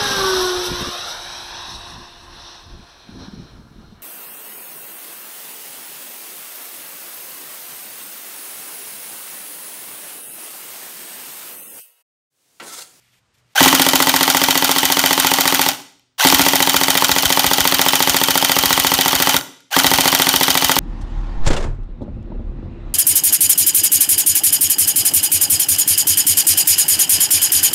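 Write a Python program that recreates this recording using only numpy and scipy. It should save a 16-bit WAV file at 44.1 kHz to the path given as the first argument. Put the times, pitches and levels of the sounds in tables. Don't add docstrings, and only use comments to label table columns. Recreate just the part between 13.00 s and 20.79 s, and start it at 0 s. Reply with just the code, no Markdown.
import sys
import numpy as np
from scipy import signal
from scipy.fft import rfft, irfft, next_fast_len
from scipy.io import wavfile
from scipy.ndimage import map_coordinates

SR = 44100
rng = np.random.default_rng(int(sys.argv[2]) if len(sys.argv) > 2 else 0)


def ratio_of_db(decibels):
    return 10 ** (np.asarray(decibels, float) / 20)


def materialize(psi):
    bounded = np.clip(np.atleast_2d(psi).T, -1, 1)
    quanta = np.round(bounded * 32767).astype(np.int16)
    wavfile.write(sys.argv[1], SR, quanta)


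N = 343539

# (time [s], level [dB])
CLOTH_LEVEL = [(0, -62.5), (.1, -62.5), (.19, -64), (.22, -80.5), (.33, -84), (.345, -65), (.4, -67),
               (.44, -81), (.54, -61)]
# (frequency [Hz], level [dB per Hz])
CLOTH_COLOUR = [(300, -42), (600, -16), (2200, 2.5), (5500, -4.5), (7500, -6.5), (12000, -7.5),
                (15500, -17), (16000, -70)]
# (frequency [Hz], level [dB per Hz])
AIR_COLOUR = [(25, -25.5), (60, -13.5), (128, -12.5), (300, -23.5), (1200, -23), (4700, -31), (9000, -36.5),
              (16000, -69.5)]
# (time [s], gain [dB])
BACKGROUND_GAIN = [(0, 0), (.5, 5), (.6, 4), (3.17, -4), (6.7, -6)]
# (start [s], frequency [Hz], level [dB], 60 dB fade [s])
RINGING_SPRING = (6.365, 11017, -62, 1.4)
# (frequency [Hz], 60 dB fade [s])
ROOM_FADE = [(100, 0.1), (270, 0.74), (500, 0.43), (1000, 0.42), (4000, 0.67), (8000, 0.5), (15000, 0.26)]
# (frequency [Hz], level [dB])
ROOM_COLOUR = [(100, 7.5), (300, -0.5), (1000, -2.5), (4000, -12.5), (8000, -4.5), (15000, -4)]
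# (delay [ms], level [dB])
WALL_ECHOES = [(8.6, -7), (16.3, -12), (24, -16)]

# (shot number [count], time [s])
SHOT_CLOCK = [
    [(0, .6054), (1, .6587), (7, 1.0706), (16, 1.6922), (29, 2.593), (30, 2.6631)],
    [(0, 3.2487), (1, 3.324), (8, 3.8121), (23, 4.8625), (37, 5.8464), (44, 6.3422)],
    [(0, 6.7648), (1, 6.8435), (9, 7.4098), (14, 7.7653)],
]
# (opening lift [dB], settling time [s], extra tick level [dB])
BURST_OPENING = [
    (6, 0.36, -3),
    (6, 0.2, 2.5),
    (3, 0.29, 4),
]
CYCLE_PARTS = {"piston": (-9.5, 0.98, 0.44), "tick": (-11.3, .6, 1.1), "slam": (-2.5, 0.48, .6),
               "bounce": (-8.5, .7, 0.66), "stock": (-24, 2.4, 1), "jolt": (-47, .2, 3)}
# (time [s], piston change [dB], extra bolt delay [ms], tick change [dB])
ODD_SHOTS = [
    (1.76, -3.5, 0, 0),
    (1.83, -0.5, 0, 1),
    (1.9, -2.5, 0.088, -1.5),
    (2.66, -3, 0.97, -3),
    (4.23, -3.5, .3, 5),
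    (7.62, -2, 0, -4),
    (.61, 2, 0.84, 0.5),
    (6.76, 1, .8, -6),
    (2.8, 1, .4, 1),
]
# (time of the thump [s], level [dB])
HARD_JOLTS = [(0.625, -32), (3.264, -40), (3.325, -35.7), (3.431, -34.4), (3.778, -36.9), (4.13, -34),
              (4.266, -31), (4.478, -29.8), (4.617, -31), (4.76, -35), (5.109, -30), (5.601, -30),
              (5.668, -35.6), (5.743, -33), (5.814, -37), (5.879, -40), (5.952, -32.7), (6.167, -31),
              (6.236, -36), (6.306, -39), (6.376, -41), (6.881, -34), (6.946, -34), (7.017, -36.7),
              (7.092, -40), (7.376, -34), (7.517, -35.9), (7.66, -29.9)]

# (pull [s], release [s], running level [dB], starting strain [dB], coasting fade [dB per s])
TRIGGER_PULLS = [
    (.5505, 2.69, -20.5, 9, -180),
    (3.18, 6.36, -21.5, 8.5, -400),
    (6.706, 7.8, -21.5, 2.5, -300),
]
# (time after the piston [ms], frequency [Hz], level over the grind [dB])
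WHINE_CYCLE = [
    (0, 3100, -14),
    (20, 3200, -12),
    (32, 3220, -7),
    (44, 3180, -2),
    (52, 3020, 1),
    (59, 2880, -1),
    (64, 2850, -12),
    (80, 2850, -16),
    (110, 2400, -30),
]
WHINE_WARMING = [
    -3.5,
    0.5,
    .3,
]
# (start [s], length [s], first pitch [Hz], last pitch [Hz], level [dB])
SPIN_UP_SQUEALS = [
    (0.555, 0.023, 800, 830, -16.5),
    (0.579, 0.013, 1500, 1630, -5),
    (0.588, 0.023, 1690, 1950, -15.5),
    (3.206, 0.017, 1436, 1720, -13),
    (3.234, 0.011, 1930, 2080, -12),
    (6.717, 0.021, 810, 855, -26.5),
    (6.738, 0.016, 1467, 1750, -13.5),
    (6.758, 0.016, 1785, 1950, -19),
]
# (frequency [Hz], width [Hz], level [dB])
GEARBOX_MODES = [(830, 197, -7.5), (1119, 78, -2.5), (1300, 860, -9), (2080, 1060, -6.5),
                 (3050, 1250, -6.5), (4500, 620, -8.5), (6010, 1030, -11.5), (9600, 850, -11.5),
                 (14000, 12000, -18)]
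# (frequency [Hz], level [dB])
TICK_COLOUR = [(300, -25), (1000, -17), (2500, -16), (4000, 2), (5800, 4), (8000, -10.5), (12000, 1),
               (15200, 1.5)]

# (delay after the piston [ms], level under the slam [dB], 60 dB fade [ms])
RATTLE_HITS = [
    (5, -15, 12),
    (14, -20, 10),
    (17.8, -11, 8),
    (32.8, -13, 14),
]
# (time [s], level [dB])
LOOSE_CLICKS = [(0.384, -66.5), (0.5564, -20), (0.641, -10.5), (2.715, -22.5), (2.785, -45.5),
                (2.9947, -55), (3.1915, -37), (3.2856, -9.5), (3.3003, -7.5), (6.387, -21), (6.41, -26),
                (6.6044, -51), (6.713, -45), (6.799, -9.5)]
# (frequency [Hz], width [Hz], level [dB])
RECEIVER_MODES = [(665, 200, -4.5), (836, 70, 2), (1394, 158, 1), (1950, 180, -1), (2390, 220, -1.5),
                  (3084, 91, 6.5), (3506, 280, 1), (3880, 140, 2.5), (4380, 370, -1), (5530, 910, -3),
                  (7050, 430, -2.5), (8920, 1500, -7), (11200, 1200, -6), (13500, 2200, -9.5)]
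# (frequency [Hz], width [Hz], level [dB])
CRACK_MODES = [(5930, 660, -5), (6530, 600, -0.5), (8900, 760, -5), (11870, 900, -2), (14100, 600, 0),
               (15500, 700, -2.5)]
# (frequency [Hz], width [Hz], level [dB])
FRAME_MODES = [(131.4, 21, -15), (159, 95, -11), (255.5, 1.8, -13), (260.9, 9, -2.5), (330, 280, -12)]
# (frequency [Hz], width [Hz], level [dB])
STOCK_MODES = [(279.4, 37, 2)]
# (frequency [Hz], width [Hz], level [dB])
CYLINDER_MODES = [(443, 102, -6), (536, 68, -2.5), (774, 67, -6.5), (866.6, 75, 4), (1514, 76, -10),
                  (1950, 92, -2), (3190, 160, -2), (3900, 1000, -22)]
# (frequency [Hz], level [dB])
PUFF_COLOUR = [(300, -29.5), (700, 2.5), (1000, 4), (3000, -1.5), (4500, -1), (6000, -7.5), (10000, -4.5),
               (15000, -7.5)]

AIR_DB, HUM_HZ, HUM_DB = -69, 122, -70
BOLT_MS, BOLT_SCATTER_MS, LAST_BOUNCE_DB = 21.7, 0.35, -3.5
SPIN_UP_S, SILENT_DB, STRAIN_S, EASE_S = 0.009, -27.5, 0.17, 0.13
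JOLT_AFTER_S, JOLT_USUAL_DB, JOLT_HZ, JOLT_WIDTH_HZ = 0.036, -46, 71.6, 68
FRAME_S, STOCK_S = 0.002215, 0.00926


def unit(x):
    return x / np.sqrt(np.mean(x ** 2) + 1e-20)


def along(points, hz):
    f, value = np.transpose(points)
    return np.interp(np.log(hz + 1), np.log(f + 1), value)


def filtered(x, response):
    m = next_fast_len(N + SR // 2)
    return irfft(rfft(x, m) * response(np.fft.rfftfreq(m, 1 / SR)), m)[:N]


def resonant(x, modes, sign=-1):
    def response(f):
        total = 0
        for k, (center, width, db) in enumerate(modes):
            damping = 1j * f * width
            total = total + sign ** k * ratio_of_db(db) * damping / (center * center - f * f + damping)
        return total
    return filtered(x, response)


def coloured(x, spectrum):
    return filtered(x, lambda hz: ratio_of_db(along(spectrum, hz)))


def high(x, hz):
    return signal.sosfilt(signal.butter(4, hz, "high", fs=SR, output="sos"), x)


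def thin(x, hz):
    return filtered(x, lambda f: f ** 4 / (f ** 4 + hz ** 4))


def wobble(rate):
    knots = rng.standard_normal(int(N * rate / SR) + 4)
    return map_coordinates(knots, [np.arange(N) * rate / SR])


def bursts(s, db, rise_ms, t60_ms, same=0.3):
    t_ms = np.arange(SR // 20) / SR * 1000
    shape = (1 - np.exp(-t_ms / rise_ms)) * ratio_of_db(-60 * t_ms / t60_ms)
    at = np.round(np.asarray(s) * SR).astype(int)[:, None] + np.arange(len(t_ms))
    repeated = same ** 0.5 * rng.standard_normal(len(t_ms))
    fresh = (1 - same) ** 0.5 * rng.standard_normal(at.shape)
    rows = shape * (repeated + fresh)
    rows = rows * np.linalg.norm(shape) / np.linalg.norm(rows, axis=1, keepdims=True)
    return np.bincount(at.ravel(), (ratio_of_db(db)[:, None] * rows).ravel(), N + SR)[:N]


def background():
    t = np.arange(N) / SR
    air = ratio_of_db(AIR_DB) * unit(coloured(rng.standard_normal(N), AIR_COLOUR))
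    hum = ratio_of_db(HUM_DB + 2.5 * wobble(12)) * np.sin(2 * np.pi * HUM_HZ * t)
    cloth_db = np.interp(t, *np.transpose(CLOTH_LEVEL), right=-120) + 1.5 * wobble(60)
    cloth = ratio_of_db(cloth_db) * unit(coloured(rng.standard_normal(N), CLOTH_COLOUR))
    start, hz, db, t60 = RINGING_SPRING
    spring = (t > start) * ratio_of_db(db - 60 * abs(t - start) / t60) * np.sin(2 * np.pi * hz * t)
    gain = ratio_of_db(np.interp(t, *np.transpose(BACKGROUND_GAIN)))
    return (air + hum) * gain + cloth + spring


def room(x):
    hz, t, z = signal.stft(rng.standard_normal(SR), SR, nperseg=256)
    fade = ratio_of_db(-60 * t / along(ROOM_FADE, hz)[:, None])
    tail = signal.istft(z * fade, SR, nperseg=256)[1]
    delayed = np.pad(x, (400, 0))
    return coloured(signal.fftconvolve(delayed, tail / np.linalg.norm(tail))[:N], ROOM_COLOUR)


def nearest(s, rows):
    when, *columns = np.transpose(rows)
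    at = np.abs(s[:, None] - when).argmin(axis=0)
    return [np.bincount(at, column, len(s)) for column in columns]


def cycles():
    s, lift, tick, last = [], [], [], []
    for points, (lift_db, settle_s, tick_db) in zip(SHOT_CLOCK, BURST_OPENING):
        number, when = np.transpose(points)
        own = np.interp(np.arange(number[-1] + 1), number, when)
        s = np.append(s, own)
        lift = np.append(lift, lift_db * np.exp(-(own - own[0]) / settle_s))
        tick = np.append(tick, tick_db + 0 * own)
        last = np.append(last, own == own[-1])
    odd_db, later_ms, odd_tick_db = nearest(s, ODD_SHOTS)
    hard_jolts = [(when, db - JOLT_USUAL_DB) for when, db in HARD_JOLTS]
    extra = {"piston": odd_db, "tick": tick + odd_tick_db, "bounce": LAST_BOUNCE_DB * last,
             "jolt": nearest(s + JOLT_AFTER_S, hard_jolts)[0]}
    shot = {}
    for name, (db, share, scatter_db) in CYCLE_PARTS.items():
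        luck = rng.standard_normal(len(s))
        shot[name] = db + share * lift + scatter_db * luck + extra.get(name, 0)
    late_ms = BOLT_MS + later_ms + BOLT_SCATTER_MS * rng.standard_normal(len(s))
    return dict(shot, s=s, last=last, late_ms=late_ms)


def effort(t):
    level = 0
    for pull, let_go, run_db, strain_db, coast_db in TRIGGER_PULLS:
        u = np.clip(t - pull, 0, None)
        spin_up = SILENT_DB * np.exp(-u / SPIN_UP_S)
        strain = strain_db / (1 + np.exp(np.clip((u - STRAIN_S) / EASE_S * 2, -50, 50)))
        coast = coast_db * np.clip(t - let_go, 0, None)
        level = level + (t > pull) * ratio_of_db(run_db + spin_up + strain + coast)
    return level


def motor(shot):
    t = np.arange(N) / SR
    s = shot["s"]
    since_ms = 1000 * (t - s[np.clip(np.searchsorted(s, t) - 1, 0, None)])
    ms, hz, db = np.transpose(WHINE_CYCLE)
    pitch = np.interp(since_ms, ms, hz) * (1 + 0.014 * wobble(120))
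    phase = 2 * np.pi * np.cumsum(pitch) / SR
    whine_db = np.interp(since_ms, ms, db) - 0.5 + 1.8 * wobble(60)
    whine = ratio_of_db(whine_db) * (np.sin(phase) + 0.23 * np.sin(2 * phase))
    whine = whine * ratio_of_db(np.interp(t, np.transpose(TRIGGER_PULLS)[1], WHINE_WARMING))
    rough = rng.standard_normal(N) * ratio_of_db(3.16 * wobble(300))
    grind = unit(high(resonant(rough, GEARBOX_MODES), 490))
    out = effort(t) * (grind + whine)
    for start, length, lo_hz, hi_hz, top_db in SPIN_UP_SQUEALS:
        u = np.clip((t - start) / length, 0, 1)
        turn = 2 * np.pi * np.cumsum(lo_hz + (hi_hz - lo_hz) * u) / SR
        swell = np.sin(np.pi * u ** 0.5)
        out = out + ratio_of_db(top_db) * swell * (np.sin(turn) + 0.62 * np.sin(2 * turn))
    return out


def release(shot):
    ticks = bursts(shot["s"] - 0.0091, shot["tick"] + 3.5, rise_ms=1.0, t60_ms=16.8)
    return coloured(ticks, TICK_COLOUR)


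def recoil(shot):
    def kicks(late_s, db):
        at = np.round((shot["s"] + late_s) * SR).astype(int)
        return np.bincount(at, ratio_of_db(db), N + SR)[:N]

    def shake_twice(f):
        damping = 1j * f * JOLT_WIDTH_HZ
        return (damping / (JOLT_HZ ** 2 - f * f + damping)) ** 2

    frame = resonant(kicks(FRAME_S, shot["piston"] + 40.5), FRAME_MODES, sign=1)
    stock = resonant(kicks(STOCK_S, shot["stock"] + 50), STOCK_MODES, sign=1)
    jolt = filtered(kicks(shot["late_ms"] / 1000 + 0.0018, shot["jolt"] + 56.5), shake_twice)
    return thin(frame + stock, 110), jolt


def bolt(shot):
    s, slam_db = shot["s"], shot["slam"]
    home = s + shot["late_ms"] / 1000
    hits = bursts(home + 0.0004, slam_db + 9, rise_ms=0.3, t60_ms=16.1, same=0.4)
    bounce_s = home + 0.0062 + rng.normal(0, 0.0003, len(s))
    hits = hits + bursts(bounce_s, shot["bounce"] + 7, rise_ms=0.2, t60_ms=21.7)
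    for ms, db, t60_ms in RATTLE_HITS:
        luck = rng.standard_normal((len(s), 2))
        rattle_s = s + ms / 1000 + 0.00037 * luck[:, 0]
        rattle_db = slam_db + 11.5 + db + 1.1 * luck[:, 1]
        hits = hits + bursts(rattle_s, rattle_db, rise_ms=0.19, t60_ms=t60_ms)
    when, db = np.transpose(LOOSE_CLICKS)
    hits = hits + bursts(when, db + 19.0, rise_ms=0.18, t60_ms=8.7, same=0)
    crack = resonant(bursts(home, slam_db + 10.5, rise_ms=0.072, t60_ms=7.9), CRACK_MODES)
    catch = bursts(s + 0.0445, slam_db - 12 * shot["last"], rise_ms=4.2, t60_ms=13)
    pickup = resonant(catch, [(4570, 1300, 6.5), (9000, 4600, -1.5)])
    return high(resonant(hits, RECEIVER_MODES), 420) + crack + pickup


def piston(shot):
    s, db = shot["s"], shot["piston"]
    at = np.round((s + 0.0009) * SR).astype(int)
    push = np.bincount(at, -ratio_of_db(db + 38.5), N)

    def walls(f):
        echoes = sum(ratio_of_db(g) * np.exp(-2j * np.pi * f * ms / 1000) for ms, g in WALL_ECHOES)
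        return echoes / (1 + 1j * f / 1200)

    uneven = bursts(s, db + 10.5, rise_ms=0.83, t60_ms=24, same=0)
    knock = push + filtered(push, walls) + uneven
    air = bursts(s - 0.0003, db + 6, rise_ms=0.6, t60_ms=19)
    return thin(resonant(knock, CYLINDER_MODES, sign=0.95), 270) + ratio_of_db(3.5) * coloured(air, PUFF_COLOUR)


def scene():
    quiet = background()
    shot = cycles()
    body, jolt = recoil(shot)
    rifle = motor(shot) + release(shot) + body + bolt(shot) + piston(shot)
    return (quiet + jolt + rifle + ratio_of_db(-8.5) * room(rifle))[None]


def low_pass(x):
    return signal.sosfilt(signal.butter(12, 16710, fs=SR, output="sos"), x)


def record(dry):
    x = dry / (1 + np.abs(dry / 0.95) ** 5) ** (1 / 5)
    x = filtered(high(x[0], 33), lambda f: 1 - 0.45 / (1 + ((f - 10400) / 450) ** 2))
    x = coloured(x, [(15550, 0), (15850, -38), (16600, -42), (16800, -70)])[None]
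    return low_pass(x)


dry = scene()
out = record(dry)
materialize(out)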